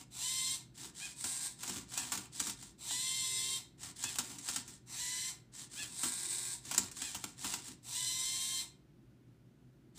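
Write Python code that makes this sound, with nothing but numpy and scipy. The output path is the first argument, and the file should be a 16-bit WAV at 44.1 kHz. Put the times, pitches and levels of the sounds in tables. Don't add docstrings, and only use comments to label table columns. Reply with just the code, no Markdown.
import sys
import numpy as np
from scipy import signal
from scipy.fft import rfft, irfft
from scipy.io import wavfile

SR = 44100
rng = np.random.default_rng(int(sys.argv[2]) if len(sys.argv) > 2 else 0)


def unload_audio(sound):
    columns = np.transpose(np.atleast_2d(sound))
    steps = np.round(np.clip(columns, -1, 1) * 32767)
    wavfile.write(sys.argv[1], SR, steps.astype(np.int16))


N = 440118

# start and brake in seconds, level in dB, boost of the
# low, middle and high gearbox resonance in dB, whine in dB, backlash from 0 to 1.
TWISTS = [(0.1, 0.546, -37.5, -2.5, 2.5, 4.3, -3, 0.61), (2.775, 3.569, -37.5, -1.5, 3.5, 4.5, -3.5, .35),
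          (4.856, 5.293, -39.5, 4, -3, 8.3, -7, 0.44), (7.821, 8.608, -37.5, -2, 3.5, 4.8, -4, 0.27)]
# time in seconds, tooth rate in Hz.
TWIST_SPEED = [
    [(0.22, 1013), (0.278, 1015), (0.294, 1028), (0.37, 1045), (0.426, 1034), (0.545, 1067)],
    [(2.92, 978.1), (2.97, 995), (3.028, 1035), (3.168, 1050), (3.286, 1031), (3.424, 1037), (3.514, 1065),
     (3.56, 1057)],
    [(4.98, 971.4), (5.276, 1031), (5.29, 1058)],
    [(7.95, 987), (8.044, 1011), (8.214, 1033), (8.272, 1047), (8.462, 1062), (8.61, 1047)],
]
# start and brake in seconds, level in dB.
SPINS = [(1.135, 1.478, -40.5), (5.879, 6.537, -40)]
# start and length in seconds, top tooth rate in Hz, level in dB,
# then trims in dB for hollow frame, base shake and whine.
SWINGS = [(-.06, 0.11, 471, -54, 10, 6, -23), (0.734, 0.19, 469.7, -49.5, 5, 5.5, -23),
          (0.926, 0.23, 828, -45.5, -20, -9, -0.5), (1.557, .305, 601.3, -45, 7, 4, -19),
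          (1.864, 0.28, 852, -44, 5.5, 0.5, -3.5), (2.026, .27, 602, -50, 10, 3, -25),
          (2.303, 0.27, 616.6, -43, -3, -1, -19), (2.527, 0.22, 469, -56, 0, 4, -25),
          (3.771, 0.17, 470.3, -48.5, 7, 5.5, -13), (3.943, 0.25, 866, -42.5, -3.5, -3.5, -5),
          (4.107, 0.32, 603, -49.5, 7.5, 8, -23), (4.382, 0.27, 619, -43, 0, -4, -28),
          (4.625, .18, 476, -56, -6, -8, -27), (5.514, 0.17, 470, -48, -1, 1, -25),
          (5.687, .24, 863.6, -45, -3, 2.5, 0.5), (6.609, 0.31, 600, -44.5, 5.5, 2, -12),
          (6.917, .275, 840, -43.5, -5.5, -5, -4.5), (7.073, 0.3, 590, -53.5, -1, -7, -23),
          (7.353, .28, 621.7, -43, 5.5, 1.5, -27), (7.575, 0.19, 465, -51, 0, 5, -23),
          (9.938, 0.17, 472, -51.5, 10, 1, -25)]
# start in seconds, level in dB, trims in dB for hollow
# midrange and thump, seconds for the chatter to fall 60 dB.
CLACKS = [(0.7767, -46, 1.5, -6, 0.041), (0.845, -42.5, 3, 7, 0.042), (1.2408, -29.5, -3, 1, 0.13),
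          (1.632, -32, 4.5, -12, 0.058), (1.6769, -32, -5, -2, .089), (1.6946, -32, .5, 4, 0.057),
          (1.7595, -41, -10, 14.5, 0.04), (1.919, -43, 3, -1, 0.059), (1.9752, -24.5, -8, -17, 0.098),
          (2.1194, -25, -3, -5, 0.13), (2.152, -30.5, 0, -7, 0.049), (2.1742, -29, -3.5, -2, 0.045),
          (2.4003, -23, -6.5, -3.5, 0.064), (2.4683, -29.5, -4, 1.5, .12), (2.4964, -30, -5, -7, .056),
          (2.6254, -40, -2, -2, 0.06), (2.908, -31, 0, -5, .05), (4.0385, -24, -5.5, -7, 0.036),
          (4.1565, -29.5, -1.5, -15, 0.038), (4.1852, -23, -2, -5.5, 0.093), (4.3048, -47, -4, 7, 0.041),
          (4.3845, -37, -10, -2.5, 0.084), (4.4863, -26.5, -4.5, -4, 0.1), (4.5604, -25, -2, -6, .058),
          (4.6778, -42, -9, 6.5, 0.17), (6.0329, -28, -3, 5, 0.23), (6.6527, -42, -9, 6, 0.054),
          (6.7114, -27.5, 0, -6.5, 0.087), (6.746, -22.5, -5, -13, 0.022), (6.7788, -14.5, -8.5, -9, 0.043),
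          (6.914, -37, -16, -4, .06), (6.9682, -39.5, -2.5, -2, 0.067), (7.0183, -29, -5, -4, 0.05),
          (7.1464, -30, -0.5, -3, 0.1), (7.2399, -28, 4, -1.5, 0.035), (7.4436, -30.5, 1.5, 3.5, 0.12),
          (7.5381, -25.5, -1, -8, 0.047), (7.6817, -37.5, -5, 4, 0.051)]
# pitch in Hz, level in dB, seconds to fall 60 dB.
CUBE_MODES = [(856, -3, 0.11), (1080, -9, .05), (1280, -2, 0.026), (1508, 1.5, 0.047), (2150, -13.5, .05),
              (2830, -19, 0.06)]
# multiple of the tooth rate, level in dB.
TWIST_WHINE = [(1.001, -8.5), (1.6, -20), (2, -3), (2.6, -9), (3, 0.5), (3.3, -6), (3.5, -9), (3.6, -6),
               (3.7, -7), (3.999, 1.5), (4.2, -3), (5, -1.5), (5.6, -10), (5.7, -7), (6, -8), (7, 2.5),
               (7.3, -6), (7.7, 0.5), (8.3, 3)]
SPIN_WHINE = [(1, 4.5), (1.2, -1), (1.35, 7), (2, 2), (3.001, -1), (5, 1.5), (6, -12.5)]
ARM_WHINE = [(1.001, -13.5), (2, -2), (2.101, -9.5), (2.999, 2), (3.2, -3.5), (3.798, -8.5), (4.001, 3),
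             (5.002, -3)]
# frequency in Hz, level in dB.
TWIST_COLOUR = [(150, -12.5), (550, -29), (900, -17), (1300, -27), (1800, -10.5), (2800, -13), (3900, -1),
                (4800, -6.5), (6700, -8), (7500, -1), (8600, -4.5), (9600, -8), (12500, -8.5), (14000, -20)]
SPIN_COLOUR = [(150, -23), (600, -25), (950, -12), (1350, -21.5), (2200, -12), (3000, -16), (3700, -7),
               (6600, -8), (8400, -1.5), (9800, -9), (12000, -13), (15500, -20.5)]
ARM_COLOUR = [(250, -32.5), (450, -23), (850, -7.5), (1300, -10), (1800, -3), (2500, -9), (3500, 1.5),
              (5900, 1), (7600, 3), (9000, -0.5), (11500, -6), (15500, -15.5)]
CLACK_COLOUR = [(250, -34), (540, -18.5), (900, -12), (1800, -6), (3200, -5.5), (6800, 3), (8500, -2),
                (11000, -7.5), (15500, -10)]
HOLLOW_COLOUR = [(300, -17), (550, -14), (850, 0.5), (1100, -2), (1400, -3), (2000, -11.5), (3000, -1),
                 (5000, -14)]
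BASE_COLOUR = [(25, -38.5), (45, -17), (75, -0.5), (130, -10.5), (250, 2.5), (310, -6), (420, -9),
               (700, -33.5)]
AIR_COLOUR = [(18, -47.5), (30, -22.5), (59, -8.5), (90, -24.5), (123, -4), (177, -10.5), (225, -12),
              (359, -14.5), (455, -28), (591, -28.5), (639, -30.5), (1140, -37), (1470, -34.5), (1590, -37),
              (15500, -53)]
FLAT = [(1, 0), (20000, 0)]
# centre and width in Hz, gain in dB.
HOUSING = [(4980, 260, -0.5), (6730, 380, 0.5), (7414, 190, 7.5), (7837, 137, 7.5), (8335, 284, 6.5),
           (8840, 260, 6), (10630, 300, -3), (10470, 160, 6), (11620, 540, -12), (12000, 450, 3),
           (13200, 299, -22)]
GEARBOX = [(1900, 900), (3560, 500), (5950, 940)]
# start and end in seconds, pitch in Hz, level in dB.
DRONES = [(3.21, 3.618, 393.7, -67), (6.1, 6.6, 360.5, -68)]
# delay in seconds, gain as a factor.
REFLECTIONS = [(.0029, 0.2), (.0047, -0.22), (.0071, 0.049), (0.0105, .2), (0.0138, -0.094)]
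# frequency in Hz, seconds to fall 60 dB.
ROOM_DECAY = [(150, 0.63), (1000, 0.44), (4000, 0.33), (8000, 0.24), (15000, 0.1)]

RING_HZ, RING_WIDTH_HZ, RING_DB = 4068, 33, 7.5
RUN_UP_S, START_SHARE, RUN_UP_POWER = .144, .46, 1.14
COAST_S, COAST_DB_PER_S = .35, 295.5
SPIN_TOOTH_HZ, SPIN_WOBBLE_DB = 802.5, 1.18
SWING_SPEED_POWER, SWING_LEVEL_POWER, SWING_WHINE_POWER = .7, 1.38, 6.4
SLACK_RISE_DB = 11
TICKS_PER_S, TICK_DB, TICK_S = 32, -1.5, .006
CLACK_RISE_S, THUMP_TOP_HZ = .00092, 246.6
AIR_DB, HUM_HZ, HUM_DB = -62.5, 121.7, -69


def turntable_twists():
    out = np.zeros(N)
    for (start, brake, db, *gearbox_db, whine_db, backlash), curve in zip(TWISTS, TWIST_SPEED):
        t, speed, loudness = turntable_motor(start, brake)
        tooth_hz = speed * np.interp(t, *np.transpose(curve)) * (1 + .002 * waver(len(t), 60))
        meshed = np.clip((brake - t) / .025 + 1, 0, 1) * np.minimum(speed, 1) ** 6
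        teeth = gear_rattle(tooth_hz, loose=1 - (1 - backlash) * meshed, scrape=.5, uneven_db=1.8)
        rattle = unit_rms(coloured(teeth, TWIST_COLOUR, HOUSING))
        whine = gear_whine(tooth_hz, TWIST_WHINE, flutter_db=2.5) * meshed
        slack = unit_rms(coloured(teeth, HOLLOW_COLOUR)) * (1 - meshed)
        gears = gain_of(-1.5) * rattle + gain_of(whine_db) * whine + gain_of(-13) * slack
        resonances = [(*mode, boost) for mode, boost in zip(GEARBOX, gearbox_db)]
        resonances.append((RING_HZ, RING_WIDTH_HZ, RING_DB))
        add(out, start, gain_of(db) * loudness * unit_rms(coloured(gears, FLAT, resonances)))
    return out


def turntable_spins():
    out = np.zeros(N)
    for start, brake, db in SPINS:
        t, speed, loudness = turntable_motor(start, brake)
        tooth_hz = SPIN_TOOTH_HZ * speed * (1 + .005 * waver(len(t), 40))
        teeth = gear_rattle(tooth_hz, loose=.45, scrape=.4, uneven_db=2.8)
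        rattle = unit_rms(coloured(teeth, SPIN_COLOUR, HOUSING))
        whine = gear_whine(tooth_hz, SPIN_WHINE, flutter_db=3) * speed ** 6
        gears = gain_of(1.1) * rattle + gain_of(-20.5) * whine
        add(out, start, gain_of(db + SPIN_WOBBLE_DB * waver(len(t), 19)) * loudness * gears)
    return out


def turntable_motor(start, brake):
    t = np.arange(start, brake + .2, 1 / SR)
    run_up = np.clip((t - start) / RUN_UP_S, 0, 1)
    coasted_s = np.maximum(t - brake, 0)
    speed = (START_SHARE + (1 - START_SHARE) * run_up) * np.maximum(1 - coasted_s / COAST_S, .1)
    loudness = run_up ** RUN_UP_POWER * gain_of(-COAST_DB_PER_S * coasted_s)
    return t, speed, loudness


def arm_swings():
    out = np.zeros(N)
    for start, length, top_hz, db, hollow_db, base_db, whine_db in SWINGS:
        t = np.arange(max(start, 0), start + length, 1 / SR)
        progress = (t - start) / length
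        arch = np.maximum(np.sin(np.pi * progress), 1e-3)
        tooth_hz = top_hz * arch ** SWING_SPEED_POWER * (1 + .007 * waver(len(t), 120))
        teeth = gear_rattle(tooth_hz, loose=.6, scrape=.4, uneven_db=3) * brick_ticks(len(t))
        rattle = gain_of(1) * unit_rms(coloured(teeth, ARM_COLOUR, HOUSING))
        frame = gain_of(hollow_db - 11.5) * unit_rms(coloured(teeth, HOLLOW_COLOUR))
        base = gain_of(base_db - 9.5) * unit_rms(coloured(teeth, BASE_COLOUR))
        singing = gain_of(whine_db) * arch ** SWING_WHINE_POWER
        whine = singing * gear_whine(tooth_hz, ARM_WHINE, flutter_db=3)
        slack = gain_of(SLACK_RISE_DB * (progress - 1))
        swing = rattle + slack * (frame + base) + whine
        add(out, t[0], gain_of(db) * arch ** SWING_LEVEL_POWER * swing)
    return out


def gear_rattle(tooth_hz, loose, scrape, uneven_db, tooth_count=10):
    teeth_passed = np.cumsum(tooth_hz) / SR
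    flanks = rng.standard_normal((tooth_count, 64))
    wear = flanks.ravel()[(teeth_passed * flanks.shape[1]).astype(int) % flanks.size]
    contact = scrape + np.exp(-(teeth_passed % 1) / 1.2)
    tooth_db = uneven_db * np.clip(rng.standard_normal(N // 10), -2.5, 2.5)
    force = gain_of(tooth_db)[teeth_passed.astype(int)]
    loose = np.clip(loose, 0, 1)
    grit = np.sqrt(1 - loose) * wear + np.sqrt(loose) * rng.standard_normal(len(tooth_hz))
    return contact * force * grit


def gear_whine(tooth_hz, partials, flutter_db):
    phase = 2 * np.pi * np.cumsum(tooth_hz) / SR
    whine = np.zeros(len(phase))
    for multiple, db in partials:
        swell = gain_of(db + flutter_db * waver(len(phase), 28))
        whine += swell * np.sin(multiple * phase + 2 * np.pi * rng.random())
    return unit_rms(whine)


def brick_ticks(n):
    knocks = (rng.random(n) < TICKS_PER_S / SR) * rng.random(n)
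    return 1 + gain_of(TICK_DB) * signal.lfilter([1], [1, -np.exp(-1 / (TICK_S * SR))], knocks)


def clacks():
    out, t = np.zeros(N), np.arange(SR // 4) / SR
    for start, db, hollow_db, thump_db, t60 in CLACKS:
        grain, knock, push = rng.standard_normal((3, len(t)))
        fade = gain_of(-60 * t / t60)
        snap = np.exp(-t / .0022)
        crack = unit_rms(coloured(grain, CLACK_COLOUR, HOUSING)) * (.45 * fade + .48 * snap)
        body = unit_rms(coloured(knock, HOLLOW_COLOUR)) * fade
        hollow = gain_of(hollow_db - 11) * (body + .42 * cube_ring(t))
        base_tone = np.sin(2 * np.pi * THUMP_TOP_HZ * rng.uniform(.76, 1) * t)
        base = unit_rms(coloured(push, BASE_COLOUR)) + 1.37 * base_tone
        thump = gain_of(thump_db - 19) * base * np.exp(-t / .03) * (1 - np.exp(-t / .006))
        attack = 1 - np.exp(-t / CLACK_RISE_S)
        add(out, start, gain_of(db - 2.5) * (crack + hollow + thump) * attack)
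    return out


def cube_ring(t):
    ring = np.zeros(len(t))
    for hz, db, t60 in CUBE_MODES:
        cycles = hz * rng.uniform(1, 1.05) * t + rng.random()
        ring += gain_of(db - 60 * t / t60) * np.sin(2 * np.pi * cycles)
    return ring


def drones():
    out = np.zeros(N)
    for start, end, hz, db in DRONES:
        t = np.arange(start, end, 1 / SR)
        tone = np.sin(2 * np.pi * hz * t + .4 * waver(len(t), 27))
        add(out, start, gain_of(db) * unit_rms(tone * signal.windows.tukey(len(t), .5)))
    return out


def close_reflections(x):
    out = x.copy()
    for delay, gain in REFLECTIONS:
        add(out, delay, gain * x)
    return out / np.sqrt(1 + sum(gain ** 2 for _, gain in REFLECTIONS))


def room_reverb(x):
    t = np.arange(SR // 2) / SR
    echoes = rng.choice([-1., 1.], len(t)) * (rng.random(len(t)) < 3000 / SR) * (t > .004)
    hz, age, bands = signal.stft(echoes, SR, nperseg=256)
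    decay = gain_of(-60 * age / curve_at(ROOM_DECAY, hz)[:, None])
    tail = signal.istft(bands * decay, SR, nperseg=256)[1]
    return signal.fftconvolve(x, tail / np.linalg.norm(tail))[:N]


def room_tone():
    t = np.arange(N) / SR
    air = unit_rms(coloured(rng.standard_normal(N), AIR_COLOUR, size=8192))
    hum = np.sqrt(2) * np.sin(2 * np.pi * HUM_HZ * t) * gain_of(1.5 * waver(N, 6))
    return gain_of(AIR_DB) * air + gain_of(HUM_DB) * hum


def gain_of(db):
    return 10 ** (np.asarray(db) / 20)


def unit_rms(x):
    return x / np.sqrt(np.mean(x ** 2) + 1e-20)


def curve_at(points, hz):
    point_hz, value = np.transpose(points)
    return np.interp(np.log(hz + 1), np.log(point_hz + 1), value)


def add(mix, start, sound):
    part = mix[max(round(start * SR), 0):][:len(sound)]
    part += sound[:len(part)]


def waver(n, hz):
    spectrum = rfft(rng.standard_normal(n + SR))
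    roll_off = 1 + (np.fft.rfftfreq(n + SR, 1 / SR) / hz) ** 4
    return unit_rms(irfft(spectrum / roll_off))[:n]


def coloured(x, colour, peaks=(), size=2048):
    hz = abs(np.fft.fftfreq(size, 1 / SR))
    peaks_db = sum(db / (1 + (2 * (hz - centre) / width) ** 2) for centre, width, db in peaks)
    log_gain = np.log(gain_of(curve_at(colour, hz) + peaks_db))
    taps = np.fft.ifft(np.exp(np.conj(signal.hilbert(log_gain)))).real
    return signal.fftconvolve(x, taps[:size // 2])[:len(x)]


def scene():
    motors = close_reflections(turntable_twists() + turntable_spins() + arm_swings()) + drones()
    hits = close_reflections(clacks())
    reverb = room_reverb(gain_of(-12) * motors + gain_of(-10) * hits)
    return (gain_of(-1.06) * motors + gain_of(2.92) * hits + reverb + room_tone())[None]


def record(dry):
    low_cut = signal.butter(4, 36, "highpass", fs=SR, output="sos")
    high_cut = signal.firwin(511, 15500, window=("kaiser", 9), fs=SR)
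    return signal.oaconvolve(signal.sosfilt(low_cut, dry), high_cut[None], "same")


dry = scene()
out = record(dry)
unload_audio(out)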